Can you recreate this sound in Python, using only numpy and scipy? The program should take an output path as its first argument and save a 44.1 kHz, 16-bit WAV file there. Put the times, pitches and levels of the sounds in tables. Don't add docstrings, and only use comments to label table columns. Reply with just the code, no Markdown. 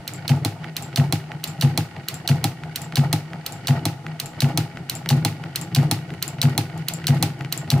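import sys
import numpy as np
from scipy import signal
from scipy.fft import rfft, irfft
from scipy.io import wavfile
from scipy.ndimage import uniform_filter1d, map_coordinates

SR = 44100
rng = np.random.default_rng(int(sys.argv[2]) if len(sys.argv) > 2 else 0)


def pcm_store(signal):
    levels = np.round(np.clip(np.atleast_2d(signal), -1, 1) * 32767)
    wavfile.write(sys.argv[1], SR, levels.astype(np.int16).T)


def level_to_linear(level):
    exponent = np.asarray(level, float) / 20
    return 10 ** exponent


N = 343980

# (lever [s], spring [s], latch [s], feed [s], shuttle [s])
TURNS = [(0.0764, 0.1354, 0.279, 0.2918, 0.4484), (0.7651, 0.8233, 0.9594, 0.9726, 1.1242),
         (1.4388, 1.474, 1.6107, 1.6222, 1.7753), (2.0838, 2.141, 2.2758, 2.2886, 2.4413),
         (2.7577, 2.817, 2.9562, 2.9685, 3.1281), (3.462, 3.5222, 3.6711, 3.6814, 3.8537),
         (4.1982, 4.258, 4.4045, 4.4186, 4.5744), (4.8957, 4.9516, 5.089, 5.1017, 5.2489),
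         (5.5572, 5.6126, 5.7483, 5.7604, 5.912), (6.2244, 6.2785, 6.4157, 6.4275, 6.5779),
         (6.8831, 6.9362, 7.069, 7.0799, 7.2258), (7.5235, 7.5757, 7.7025, 7.7129, 7.858)]
# (time [s], level [dB])
HAND = [(0, -1), (.6, 1), (1.2, -0.5), (1.8, 0.5), (2.4, 0.5), (3, 0.5), (3.5, 0), (4.1, -0.5), (4.6, 2.5),
        (5.1, 2), (5.6, 4), (6.2, 3.5), (6.7, 2.5), (7.2, 5), (7.8, 3.5)]
# (frequency [Hz], width [Hz], level [dB])
CASTING = [(469, 22, -4.5), (683.4, 79, 1.5), (824.3, 43, 4), (893, 50, -1), (1296, 165, -8.5)]
# (frequency [Hz], level [dB per Hz])
FRAME = [(530, -1.5), (900, -18), (968, -1.5), (1610, -4.5), (2590, 0), (3150, -4), (4330, -2),
         (6310, -7.5), (13700, -13), (15500, -13.5), (16500, -49)]


def unit(x):
    return x / np.sqrt(np.mean(x ** 2))


def colour(x, points, share=0.91):
    hz, db = np.transpose(points)
    f = np.maximum(np.arange(N // 2 + 1) * SR / N, 1)
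    gain_db = share * np.interp(np.log(f), np.log(hz), db)
    return irfft(rfft(x) * level_to_linear(gain_db), N)


def mode(x, hz, t60):
    r, w = np.exp(-np.log(1000) / (t60 * SR)), 2 * np.pi * hz / SR
    return signal.lfilter([0, np.sin(w)], [1, -2 * r * np.cos(w), r * r], x)


def ring(x, peaks):
    total = 0
    for k, (hz, width, db) in enumerate(peaks):
        t60 = np.log(1000) / np.pi / width
        total = total + (-1) ** k * level_to_linear(db) * width / 1000 * mode(x, hz, t60)
    return total


def fade(bare, t60):
    return signal.lfilter([1], [1, -np.exp(-np.log(1000) / (t60 * SR))], bare)


def stereo_noise(alike_hz):
    mid, side = rng.standard_normal((2, N))
    side = signal.lfilter(*signal.butter(1, alike_hz, "high", fs=SR), side)
    return np.array([mid + side, mid - side])


def grainy(x, grain_db, size):
    jumps = np.minimum(rng.exponential(size=N // size + 1), 3)
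    return x * level_to_linear(grain_db * np.repeat(jumps, size)[:N])


def even(force):
    spectrum = rfft(force)
    size = abs(spectrum)
    return irfft(spectrum * (size.mean() / (size + 1e-9)) ** .75, len(force))


def blows(table, peaks, rise_ms, chatter_ms, vary, crack=0.):
    burst, length = 600, 3000
    ms = np.arange(burst) * 1000 / SR
    shape = (1 - np.exp(-ms / rise_ms)) * np.exp(-ms / chatter_ms)
    onset = np.minimum(shape / shape.max() * 8, 1)
    habit, change = rng.laplace(size=burst), rng.laplace(size=(len(table), burst))
    usual_peak = abs(ring(even(shape * habit), peaks)).max() * np.hypot(1, vary)
    sound, bare = np.zeros((2, N + length)), np.zeros(N)
    for (time, db, left_db), fresh in zip(table, change):
        force = even(shape * (habit + vary * fresh)) * onset
        force = np.r_[force, np.zeros(length - burst)]
        hit = ring(force, peaks) / usual_peak + crack * np.diff(force, prepend=0)
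        i = int(time * SR)
        sound[:, i:i + length] += hit * level_to_linear(db + np.array([[left_db], [-left_db]]) / 2)
        bare[i] = level_to_linear(db)
    return sound[:, :N], bare


def side_blows(table, late_s, db):
    return [(row[0] + late_s, row[1] + db, row[2]) for row in table]


def light(sound):
    return signal.sosfilt(signal.butter(2, 2260, "high", fs=SR, output="sos"), sound)


def turn_marks():
    return np.array(TURNS)[:, [0, 2, 4]].ravel()


def place_time(place):
    marks = turn_marks()
    return np.interp(place + 3 * np.arange(len(TURNS)), np.arange(len(marks)), marks, right=N)


def part_rows(times, part, extra_db=0, stray=()):
    db, nearer, pan, turning, share = part
    peak = db + nearer * times + share * np.interp(times, *np.transpose(HAND)) + extra_db
    heard = [row for row in zip(times, peak, pan + turning * times) if row[0] < N / SR]
    return sorted(heard + list(stray))


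def turn_blows():
    firm_db = [-1.5, .3, 0, .5, .5, -0.5, -0.2, .5, 0, -0.1, -0.5, -1.5]
    # (lead before latch [ms], peak there [dB], peak after shuttle [dB])
    play = [(33.6, -52.5, -21), (31, -33, -21.5), (32.4, -38, -27), (32.4, -46, -21.5), (33.2, -28.5, -25),
            (36.4, -45, -23), (34.8, -45, -22), (29.7, -22.5, -22), (31.4, -40, -24), (31.3, -33, -40),
            (27.5, -25.5, -20), (26.3, -35, -25)]
    # (time [s], peak [dB], left minus right [dB])
    stray_slack = [
        (5.8107, -40, -2.5),
        (6.1384, -35, 0),
        (6.699, -38, -7),
        (7.447, -26, 7),
    ]
    # (time [s], peak [dB], left minus right [dB])
    stray_thread = [
        (1.5993, -38, -2),
        (3.559, -51, 0),
        (4.973, -44, 0),
        (5.8122, -40, 1.5),
        (6.1374, -42, 7),
        (6.7768, -34.5, 11),
        (7.142, -46, -1),
        (7.1711, -40, 4),
    ]
    # (peak [dB], gain [dB/s], left minus right [dB], turning [dB/s], share of hand effort)
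    lever, spring, latch = (-11.5, 0.21, -2.5, 0.35, 0.36), (-23, 0.04, -1.5, 2.2, -0.1), (-9.5, 0.35, -4, 0.6, 0.12)
    feed, shuttle = (-11.5, 0.26, -5, 1.1, -0.6), (-4, 0.02, -3, 0.5, 0.34)
    slack_early, slack_late = (0, -0.047, -1.5, .15, 0), (-4, 0, -7, 1.8, -0.5)
    pull, lift, settle = (-39.5, -0.33, -1.5, 1, 2), (-61, -0.5, -.5, 1.5, 4), (-55, 1, -.5, 2.7, -0.5)
    quick_db = 1.2, 2.7, 0.79, 0.34, 0.52

    times = np.transpose(TURNS)
    quick = 10 * (0.65 / np.gradient(times[0]) - 1)
    main = [part_rows(s, part, db * quick + firm_db)
            for s, part, db in zip(times, (lever, spring, latch, feed, shuttle), quick_db)]
    lead_ms, early_db, late_db = np.transpose(play)
    late = part_rows(place_time(2.613), slack_late, late_db, stray_slack)
    slack = part_rows(times[2] - lead_ms / 1000, slack_early, early_db, late)
    setting = part_rows(place_time(2.66), settle, stray=stray_thread)
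    thread = part_rows(place_time(1.49), pull, stray=setting)
    thread += part_rows(place_time(2.555), lift)
    return main + [slack, thread]


def cam_loads(t):
    # (place in turn, half width [places], table rumble [dB], gear grind [dB], scrape [dB])
    cams = [
        (.28, 0.18, -29.5, -45, -61),
        (.6, .15, -35.5, -51, -60.5),
        (0.901, 0.067, -25.5, -46.5, -50),
        (1.32, 0.15, -22, -37, -51),
        (1.55, 0.16, -22, -37.5, -43),
        (1.86, 0.084, -20.5, -63, -60),
        (2.1, 0.22, -28, -43.5, -60),
        (2.662, 0.15, -29, -47.5, -55.5),
    ]
    idle_db = -38, -49.5, -50
    marks = turn_marks()
    place = np.interp(t, np.r_[-.24, marks], np.arange(-1, len(marks))) % 3
    gain = level_to_linear(idle_db)[:, None]
    for at, width, *db in cams:
        gain = gain + level_to_linear(db)[:, None] * np.exp(-((place - at) / width) ** 2)
    return 20 * np.log10(gain)


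def table_top(rumble_db):
    # (frequency [Hz], t60 [s], share of feed blow, share of shuttle blow, share of rumble)
    wood_modes = [(104, .22, -.11, -.19, .22), (122, .25, -.03, .06, .1), (138, .27, .33, .02, .45),
                  (156, .22, -.15, .15, 1.), (231, .11, -.15, .045, .17), (243, .13, .16, .01, .12),
                  (303, .1, .01, -.11, .22), (328, .15, .01, -.03, .15), (387, .3, .01, .005, .06),
                  (505, .17, .014, .005, .05), (690, .1, .02, .01, .05), (815, .12, .02, -.04, .06)]
    latch_s, shuttle_s = np.transpose(TURNS)[2::2]
    feed, shuttle = np.zeros((2, N))
    for train, times, lag_s, db in ((feed, latch_s, .0223, 4.5), (shuttle, shuttle_s, .0091, .1)):
        train[((times[times < N / SR] + lag_s) * SR).astype(int)] = level_to_linear(db)
    shake = level_to_linear(rumble_db - 36) * rng.standard_normal(N)
    wood = sum(mode(a * feed + b * shuttle + c * shake, hz, t60) for hz, t60, a, b, c in wood_modes)
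    return wood * level_to_linear([[.4], [-.4]])


def friction(db, peaks, alike_hz, patchy_db):
    patches = np.repeat(rng.standard_normal(N // 1500 + 1), 1500)[:N]
    patches = uniform_filter1d(patches, size=1500)
    rub = grainy(stereo_noise(alike_hz), grain_db=3.5, size=200)
    return level_to_linear(db + patchy_db * patches) * unit(ring(rub, peaks))


def gear_grind(grind_db, effort_db):
    return friction(grind_db + 0.14 * effort_db, CASTING, alike_hz=2650, patchy_db=1.0)


def plate_scrape(scrape_db, effort_db):
    # (frequency [Hz], width [Hz], level [dB])
    plates = [(1449, 77, 6), (1892, 94, 5), (2225, 130, 2), (2900, 250, -3), (4600, 760, -12)]
    return friction(scrape_db + 0.44 * effort_db, plates, alike_hz=2680, patchy_db=1.5)


def room_air():
    # (frequency [Hz], level [dB per Hz])
    air_colour = [(20, -6), (60, 6), (300, -1), (1000, -32), (2500, -20.5), (4000, -26), (9000, -32.5),
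                  (15000, -45), (17000, -50)]
    return level_to_linear(-45.5) * unit(colour(stereo_noise(500), air_colour))


def slack_joints(slacks, levers, feeds, shuttles):
    # (frequency [Hz], width [Hz], level [dB])
    slack_ring = [(1440, 270, 9.5), (1960, 180, 11.5), (2650, 660, 5.5), (4580, 4400, -13.5)]
    knocks = slacks + side_blows(levers, 0.015, db=-22) + side_blows(levers, -0.0052, db=-23)
    knocks += side_blows(shuttles, 0.031, db=-27.5) + side_blows(feeds, .025, db=-14.0)
    knocks += side_blows(shuttles, 0.076, db=-34.0)
    return blows(knocks, slack_ring, rise_ms=0.15, chatter_ms=1.4, vary=4.8)


def thread_ticks(threads, levers):
    # (frequency [Hz], width [Hz], level [dB])
    thread_ring = [(4500, 800, -2.5), (7000, 300, 5), (12300, 1300, -4.5)]
    ticks = threads + side_blows(levers, -0.00087, db=-28)
    return blows(ticks, thread_ring, rise_ms=.2, chatter_ms=0.67, vary=3.7, crack=0.062)


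def take_up_lever(levers):
    # (frequency [Hz], width [Hz], level [dB])
    lever_ring = [(2945, 136, 7), (4063, 224, 7.5), (4497, 195, 5), (5690, 290, -3), (6400, 660, -6),
                  (8860, 430, -4.5), (10260, 370, -8.5), (12100, 1400, -10), (14500, 690, -2)]
    # (frequency [Hz], width [Hz], level [dB])
    lever_tail = [(2890, 30, -12), (4660, 60, -15), (14170, 150, -6)]
    sound, bare = blows(levers, lever_ring + lever_tail, rise_ms=3.5, chatter_ms=1.5, vary=0.3, crack=0.06)
    return light(sound), bare


def spring_ping(springs):
    # (frequency [Hz], width [Hz], level [dB])
    spring_ring = [(7380, 280, 13), (9730, 230, 6.5), (11100, 250, 1), (11400, 250, -7), (13200, 1100, -3)]
    # (frequency [Hz], t60 [s], level under the blow [dB])
    spring_hum = [(7240, .07, -28), (7400, .06, -28), (7870, .05, -33)]
    snaps = springs + side_blows(springs, 0.0068, db=-10)
    sound, bare = blows(snaps, spring_ring, rise_ms=0.25, chatter_ms=0.98, vary=1.0, crack=0.084)
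    buzz = bare + 0.1 * fade(bare, 0.15) * grainy(rng.standard_normal(N), grain_db=4.0, size=300)
    hum = sum(level_to_linear(db) * mode(buzz, hz, t60) for hz, t60, db in spring_hum)
    return sound + hum * level_to_linear([[2.5], [-2.5]]), bare


def feed_latch(latches):
    # (frequency [Hz], width [Hz], level [dB])
    latch_ring = [(2920, 380, -11), (4075, 350, 4), (5950, 390, -6), (6700, 650, -22), (8760, 580, -12),
                  (10230, 590, -14.5), (11430, 830, -16.5), (13800, 970, -15)]
    sound, bare = blows(latches, latch_ring, rise_ms=0.076, chatter_ms=1.68, vary=0.9, crack=0.071)
    return light(sound), bare


def feed_drop(feeds):
    # (frequency [Hz], width [Hz], level [dB])
    feed_ring = [(790, 56, -34), (1630, 260, 3.5), (2920, 430, 6), (4450, 250, 6.5), (6160, 520, -2),
                 (7700, 810, -10), (9600, 330, -9), (11760, 680, -14), (14800, 540, -15)]
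    drops = feeds + side_blows(feeds, 0.0058, db=-7.5)
    return blows(drops, feed_ring, rise_ms=0.2, chatter_ms=2.0, vary=0.45, crack=0.027)


def casting_knock(feeds, shuttles):
    knocks = side_blows(feeds, 0.00292, db=-12) + side_blows(shuttles, 0.00299, db=-18.0)
    return blows(knocks, CASTING, rise_ms=1.0, chatter_ms=1.03, vary=1.0)[0]


def shuttle_clack(shuttles):
    # (frequency [Hz], width [Hz], level [dB])
    shuttle_ring = [(800, 87, 8.5), (2200, 230, 2.5), (3380, 120, 4.5), (4160, 146, 9), (5520, 1060, 0.5),
                    (6800, 2300, -6), (9290, 850, 0.5), (10280, 750, -2.5), (12200, 1200, -9.5),
                    (14200, 760, -5)]
    clacks = shuttles + side_blows(shuttles, 0.0027, db=-22)
    return blows(clacks, shuttle_ring, rise_ms=0.052, chatter_ms=0.67, vary=0.29, crack=0.073)


def frame_rattle(impulses):
    share_db = -19.5, -14.5, -16.5, -18.0, -17.0, -23.0, -17
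    drive = sum(level_to_linear(db) * bare for db, bare in zip(share_db, impulses))
    rise_t60 = 1.64e-3 * np.log(1000)
    grains = unit(colour(grainy(stereo_noise(2500), grain_db=3.5, size=40), FRAME))
    return (fade(drive, 0.056) - fade(drive, rise_t60)) * grains


def room_tail(impulses):
    share_db = -21.5, -30.5, -23, -24.5, -23.0, -63, -14
    drive = sum(level_to_linear(db) * bare for db, bare in zip(share_db, impulses))
    return fade(drive, 0.25) * unit(colour(stereo_noise(1000), FRAME, share=1.13))


def works():
    levers, springs, latches, feeds, shuttles, slacks, threads = turn_blows()
    parts = [take_up_lever(levers), feed_latch(latches), feed_drop(feeds), shuttle_clack(shuttles),
             spring_ping(springs), slack_joints(slacks, levers, feeds, shuttles), thread_ticks(threads, levers)]
    impulses = [bare for _, bare in parts]
    clicks = sum(sound for sound, _ in parts) + casting_knock(feeds, shuttles) + frame_rattle(impulses)
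    sheen = signal.lfilter(*signal.butter(1, 7240, "high", fs=SR), clicks)
    sheen_db = 1 + .5 * np.arange(N) / SR
    return clicks + (level_to_linear(sheen_db) - 1) * sheen + room_tail(impulses)


def scene():
    t = np.arange(N) / SR
    effort_db = np.interp(t, *np.transpose(HAND))
    rumble_db, grind_db, scrape_db = cam_loads(t)
    wood = table_top(rumble_db + 4 + effort_db)
    iron = gear_grind(grind_db, effort_db) + plate_scrape(scrape_db, effort_db)
    return works() + wood + iron + room_air()


def low_pass(x):
    return signal.sosfilt(signal.butter(12, 16810, fs=SR, output="sos"), x)


def record(dry):
    # (frequency [Hz], left minus right [dB])
    port_balance = [(20, 0.5), (400, 0.3), (900, 1), (2400, -2), (4400, -0.5), (8000, 0), (15000, -5)]
    # (frequency [Hz], lead of the right port [radians])
    port_lead = [(3000, 0), (4200, -.3), (5800, .1), (7500, 1), (15000, 1.1)]
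    # (time [s], lag of the right port [samples])
    port_lag = [(1, 0), (3, .75), (5, 1.15), (7.8, 1.15)]
    # (frequency [Hz], level [dB])
    mic_response = [(20, -19), (60, -25), (90, -6), (130, -1), (15300, 0), (16300, -12)]
    left = colour(dry[0], port_balance, share=0.57)
    right = colour(dry[1], port_balance, share=-0.48)
    lead = np.interp(np.arange(N // 2 + 1) * SR / N, *np.transpose(port_lead))
    right = irfft(rfft(right) * np.exp(1j * lead), N)
    lag = np.interp(np.arange(N) / SR, *np.transpose(port_lag))
    right = map_coordinates(right, [np.arange(N) - lag], order=5, mode="mirror")
    ports = colour(np.array([left, right]), mic_response)
    ports = np.tanh(.88 * ports) / .88
    ports = signal.sosfilt(signal.ellip(10, .2, 90, 16300, fs=SR, output="sos"), ports)
    return low_pass(ports)


dry = scene()
out = record(dry)
pcm_store(out)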